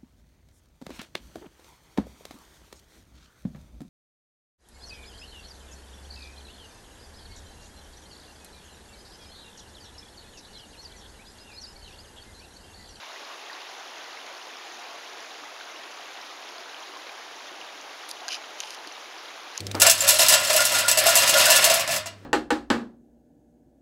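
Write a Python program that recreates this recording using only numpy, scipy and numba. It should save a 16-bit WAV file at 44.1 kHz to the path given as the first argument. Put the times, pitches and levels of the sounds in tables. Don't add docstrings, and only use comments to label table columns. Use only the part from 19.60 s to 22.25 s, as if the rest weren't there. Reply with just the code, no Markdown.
import sys
import numpy as np
from scipy import signal
from scipy.fft import rfft, irfft
from scipy.io import wavfile
from numba import njit

SR = 44100
rng = np.random.default_rng(int(sys.argv[2]) if len(sys.argv) > 2 else 0)


def generate_wav(sig):
    pcm = np.round(np.clip(np.atleast_2d(sig).T, -1, 1) * 32767).astype(np.int16)
    wavfile.write(sys.argv[1], SR, pcm)


N = 116865
t = np.arange(N) / SR
ring_t = t[:int(SR * .6)]

# (frequency [Hz], level [dB])
HUM_PARTIALS = [(100, -39), (200, -53)]
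# (frequency [Hz], relative level [dB])
AIR_COLOUR = [(30, -29), (70, 3), (130, -5), (300, 0.5), (600, -7), (1000, -18), (2000, -16), (5000, -22.5),
              (15000, -39.5)]
TICK_COLOUR = [(800, -36), (2000, -7), (3800, -2), (9000, -8), (15500, -21)]
BUMP_COLOUR = [(60, -26), (150, -18.5), (300, 4), (600, -1.5), (1200, -5), (2500, -17.5), (8000, -32)]
PATTER_COLOUR = [(100, -28.5), (900, -9.5), (2200, -11), (2800, -6), (5000, -2.5), (7800, -4), (11000, -9),
                 (15500, -14)]
HEAP_COLOUR = [(130, -39), (420, -15.5), (550, 3.5), (820, -7.5), (1100, 2), (1800, 3.5), (2900, -1.5),
               (5000, -1), (9000, -38)]
THUD_COLOUR = [(70, 4), (260, 0.5), (480, -18)]
WALL_COLOUR = [(45, -51), (150, -52.5), (430, -42), (620, 0), (820, -18), (1000, -12), (2100, -11.5),
               (2800, -10), (4000, -6), (6000, -2), (7800, -0.5), (11000, -4.5), (15500, -9.5)]
# (band centre [Hz], t60 [s], relative level [dB])
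TAIL_BANDS = [(295, 0.17, 2), (1200, 0.51, 2), (3070, 0.27, 3), (6570, .27, -7.5), (13900, .18, -41)]
# (frequency [Hz], relative level [dB])
WALL_MODES = [(978, -6), (1418, -5), (1740, -7.5), (2000, -7), (2363, -7), (2675, -3), (2770, -3),
              (2864, -6), (3066, -7), (3570, -6), (4387, -6), (5628, -6), (6396, -5), (7765, -4)]
# (frequency [Hz], relative level [dB], t60 [s])
FLOOR_MODES = [(558, -1, .17), (619.5, 0, .27), (669, -1, .18), (708, -5, .13)]
PANEL_MODES = [(1418, 0, .23), (1525, -4, .2)]
# (time [s], relative level [dB], ring [Hz])
CAN_TICKS = [(.0045, -23.5, 4300), (0.0679, -22.5, 5200), (0.114, -22, 3830), (.151, -22.5, 4780)]
# (time [s], level [dB], favoured frequency [Hz])
FLOOR_BLOWS = [(.222, -19.5, 560), (.263, -10, 661), (.43, -15, 579), (.52, -9.5, 588), (.593, -10.5, 663),
               (.715, -14, 634), (.895, -6, 593), (.935, -3, 640), (1.374, -9, 599), (1.46, -2.5, 675),
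               (1.562, -7, 662), (1.738, -2.5, 598), (1.872, -2, 645), (2.057, -1.5, 670),
               (2.098, -0.5, 661), (2.16, -6, 663), (2.285, -9.5, 668), (2.459, -24, 670)]
PANEL_BLOWS = [(.22, -16, 1420), (.987, -4, 1400), (1.14, -8.5, 1400), (1.245, -12, 1420),
               (1.48, -10, 1440), (1.75, -4, 1400), (1.86, -4.5, 1480), (1.96, -6, 1430)]
# (time [s], relative patter level [dB], relative heap level [dB])
FLOW = [(0.217, -22.5, -30), (0.268, -26.5, -26.5), (.37, -32.5, -46), (0.451, -21.5, -29),
        (.57, -19.5, -48), (.62, -16.5, -26), (.67, -17, -36), (0.738, -27, -30.5), (0.798, -21.5, -31),
        (1.0, -23, -29.5), (1.1, -20, -33.5), (1.16, -15, -28), (1.26, -30, -35.5), (1.35, -28, -34),
        (1.42, -20, -27), (1.53, -20.5, -27), (1.75, -15.5, -23.5), (1.929, -17, -24.5), (2.0, -18, -22),
        (2.119, -21.5, -23.5), (2.26, -37.5, -34), (2.33, -20.5, -26.5), (2.408, -47, -38)]
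# (time [s], frequency [Hz], level [dB])
PINGS = [(.268, 7450, -5), (.406, 7280, -4.5), (.587, 9750, -6), (.622, 2690, -5), (.872, 7270, -10),
         (1.057, 7700, -15), (1.282, 7900, -2), (1.314, 7760, -4), (1.922, 2770, 0), (2.11, 2770, -3.5)]
# (time [s], relative level [dB], mids against treble [dB])
CLUMPS = [(.1995, -15.5, -20), (.218, -4.5, -1.5), (.266, -4.5, 5.5), (.2975, 2.5, -14), (.379, -19, -9),
          (.406, -10, -5), (.478, -3.5, -6), (.488, 2, -3.5), (.506, -4.5, 1), (.529, -7.5, -28),
          (.593, -5.5, 8), (.617, -1, 1), (.684, 3.5, -5), (.704, -4, 6), (.724, 0.5, 4), (.739, -4.5, 12),
          (.9, -12, 13), (.93, -5, 1), (.963, -1, -1.5), (1.004, -5.5, 6.5), (1.052, -2, -13),
          (1.12, -11.5, 6.5), (1.185, -7, 3), (1.282, -1, 1.5), (1.313, -3.5, 0), (1.373, -5, 6.5),
          (1.384, -2.5, -23), (1.466, -2, 3.5), (1.49, -2.5, -0.5), (1.554, 3, -7.5), (1.573, -1.5, 2),
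          (1.622, -7, 6), (1.676, -4.5, 5), (1.694, -1.5, -4), (1.774, -4.5, 4), (1.854, -0.5, -3),
          (1.902, 3.5, 1.5), (1.924, -5.5, 11), (1.961, 3, -23), (2.042, 5, -2), (2.099, -3, 5.5),
          (2.139, -1.5, -17), (2.166, -11, -1), (2.196, -8.5, 5), (2.276, -17.5, 13.5), (2.316, -12, -2),
          (2.339, -11.5, -15), (2.362, -9.5, -1.5), (2.459, -28, 16.5)]


def undb(db):
    return 10 ** (np.asarray(db) / 20)


def unit(x):
    return x / np.sqrt(np.sum(x ** 2))


def fade(t60_s):
    return np.exp(-np.log(1000) * ring_t / t60_s)


def tone(hz, t60_s, wave=np.sin):
    return fade(t60_s) * wave(2 * np.pi * hz * ring_t)


def add(out, at_s, x):
    i = max(int(at_s * SR), 0)
    out[i:i + len(x)] += x[:len(out) - i]


def excite(x, response):
    return signal.fftconvolve(x, response)[:N]


def noise(colour, size=len(ring_t)):
    hz, db = np.array(colour).T
    bins_hz = np.fft.rfftfreq(size, 1 / SR)
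    magnitude = undb(np.interp(np.log(bins_hz + 1), np.log(hz), db))
    x = irfft(np.exp(2j * np.pi * rng.random(len(bins_hz))) * magnitude, size)
    return x / x.std()


def room(air_db=-41):
    hum = sum(undb(db) * np.sin(2 * np.pi * (hz * t + rng.random())) for hz, db in HUM_PARTIALS)
    return np.sqrt(2) * hum + undb(air_db) * noise(AIR_COLOUR, N)


def can(tip_s=.146, bump_db=-26.5):
    out = np.zeros(N)
    for at_s, db, hz in CAN_TICKS:
        tick = noise(TICK_COLOUR) * fade(t60_s=.025) + undb(8.5) * tone(hz, t60_s=.009)
        add(out, at_s, undb(db - 6) * tick)
    add(out, tip_s, undb(bump_db) * noise(BUMP_COLOUR) * fade(t60_s=.36))
    return out


def sheet(blows, modes, rise_s=.0082, detune_db_per_hz=.4, crunch_db=-10, band_ratio=1.12):
    out = np.zeros(N)
    for at_s, blow_db, spot_hz in blows:
        ring = sum(undb(db - detune_db_per_hz * abs(hz - spot_hz)) * tone(hz, t60_s, np.cos)
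                   for hz, db, t60_s in modes)
        band = signal.butter(2, [spot_hz / band_ratio, spot_hz * band_ratio], "band", fs=SR)
        crunch = signal.lfilter(*band, rng.standard_normal(len(ring_t))) * fade(t60_s=.12)
        blow = unit(ring) + undb(crunch_db) * unit(crunch)
        blow *= 1 - np.exp(-ring_t / rise_s)
        add(out, at_s, undb(blow_db) * blow / np.abs(blow).max())
    return out


def struck_modes(modes):
    return unit(sum(undb(db) * rng.choice([-1, 1]) * unit(tone(hz, t60_s, np.cos))
                    for hz, db, t60_s in modes))


def hopper_tail(colour):
    spectrum = rfft(noise(colour))
    log_bins = np.log(np.fft.rfftfreq(len(ring_t), 1 / SR) + 1)
    log_centres = np.log(np.array(TAIL_BANDS)[:, 0])
    tail = np.zeros(len(ring_t))
    for share, (_, t60_s, db) in zip(np.eye(len(TAIL_BANDS)), TAIL_BANDS):
        band = irfft(spectrum * np.interp(log_bins, log_centres, share), len(ring_t))
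        tail += undb(db) * band * unit(fade(t60_s))
    return tail


def hopper_spot(colour, modes_db=-6.5, crack_db=-23, scatter_db=2, lowest_t60_s=.26):
    reflections = unit(noise(colour) * fade(t60_s=.086))
    crack = undb(crack_db) * unit(noise(colour) * fade(t60_s=.015))
    tail = hopper_tail(colour)
    lowest_hz = WALL_MODES[0][0]
    modes = [(hz, db + scatter_db * rng.standard_normal(), lowest_t60_s * (lowest_hz / hz) ** .2)
             for hz, db in WALL_MODES]
    return unit(crack + reflections + tail + undb(modes_db) * struck_modes(modes))


def throat(x, echo_db=-10):
    echoes = unit(rng.standard_normal(len(ring_t)) * fade(t60_s=.03))
    return (x + undb(echo_db) * excite(x, echoes)) / np.hypot(1, undb(echo_db))


def clink(length, low_hz=3270, high_hz=13100):
    return tone(high_hz * (low_hz / high_hz) ** length, t60_s=.018)


def impacts(per_s, level_db, spots, scatter_db=5.5, edge_s=.012):
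    times_s = np.array(FLOW)[:, 0]
    gate = np.clip(1 + np.minimum(t - times_s[0], times_s[-1] - t) / edge_s, 0, 1)
    hits = (rng.random(N) < per_s / SR) * undb(scatter_db * np.minimum(rng.standard_normal(N), 2))
    hits *= rng.choice([-1, 1], N)
    hits = hits / hits.std() * gate * undb(np.interp(t, times_s, level_db))
    spot = rng.integers(spots, size=N)
    return [hits * (spot == k) for k in range(spots)]


def stream(patter_per_s=350, landings_per_s=550, clinks_per_s=55, thud_db_per_s=8):
    times_s, patter_db, heap_db = np.array(FLOW).T
    out = np.zeros(N)
    for hits in impacts(patter_per_s, patter_db + 9, spots=4):
        out += excite(hits, hopper_spot(PATTER_COLOUR))
    for hits in impacts(landings_per_s, heap_db + 13, spots=4):
        heap = hopper_spot(HEAP_COLOUR, modes_db=-8.5)
        floor = undb(-5) * struck_modes(FLOOR_MODES)
        out += excite(hits, heap + floor)
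    span_s = times_s[-1] - times_s[0]
    for position, length, strength in rng.random((int(clinks_per_s * span_s), 3)):
        at_s = times_s[0] + position * span_s
        gain = strength * undb(np.interp(at_s, times_s, patter_db) + 13.5)
        add(out, at_s, gain * clink(length))
    thud_db = -37.5 + thud_db_per_s * times_s + .44 * heap_db
    for hits in impacts(landings_per_s, thud_db, spots=2):
        out += excite(hits, hopper_spot(THUD_COLOUR, modes_db=-np.inf))
    return out


def pings():
    out = np.zeros(N)
    for at_s, hz, db in PINGS:
        add(out, at_s, undb(db) * tone(hz, t60_s=.075))
    return out


def clumps(pellets=5, spread_s=.018, gain_db=24.5, follower_db=-7, clink_db=-11.5, shelf_hz=3480):
    out = np.zeros(N)
    spots = [hopper_spot(WALL_COLOUR) for _ in range(pellets)]
    lowpass = signal.butter(1, shelf_hz, fs=SR)
    for k, (at_s, db, mids_db) in enumerate(CLUMPS):
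        for j, (lag, length) in enumerate(rng.random((pellets, 2))):
            hit = spots[(k + j) % pellets] + undb(clink_db) * unit(clink(length))
            hit += (undb(mids_db) - 1) * signal.lfilter(*lowpass, hit)
            follows = j > 0
            add(out, at_s + lag * spread_s * follows, hit * undb(gain_db + db + follower_db * follows))
    return out


def scene():
    background = room() + can()
    steel = sheet(FLOOR_BLOWS, FLOOR_MODES) + sheet(PANEL_BLOWS, PANEL_MODES)
    pellets = throat(clumps() + pings() + stream())
    return (background + steel + pellets)[None]


@njit
def envelope(x, attack_s, release_s):
    out, level = np.empty(len(x)), 0.
    for i in range(len(x)):
        level += (x[i] - level) / (SR * (attack_s if x[i] > level else release_s))
        out[i] = level
    return out


def record(dry):
    low_cut_hz, top_hz = 69, 15700
    threshold_db, ratio = -19.5, 2.67
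    mic = signal.sosfilt(signal.butter(6, low_cut_hz, "high", fs=SR, output="sos"), dry)
    level = envelope(np.abs(mic[0]), attack_s=.025, release_s=.84)
    gain = np.maximum(level / undb(threshold_db), 1) ** (1 / ratio - 1)
    top_cut = signal.ellip(10, .2, 80, top_hz, fs=SR, output="sos")
    return signal.sosfilt(top_cut, np.tanh(mic * gain))


dry = scene()
out = record(dry)
generate_wav(out)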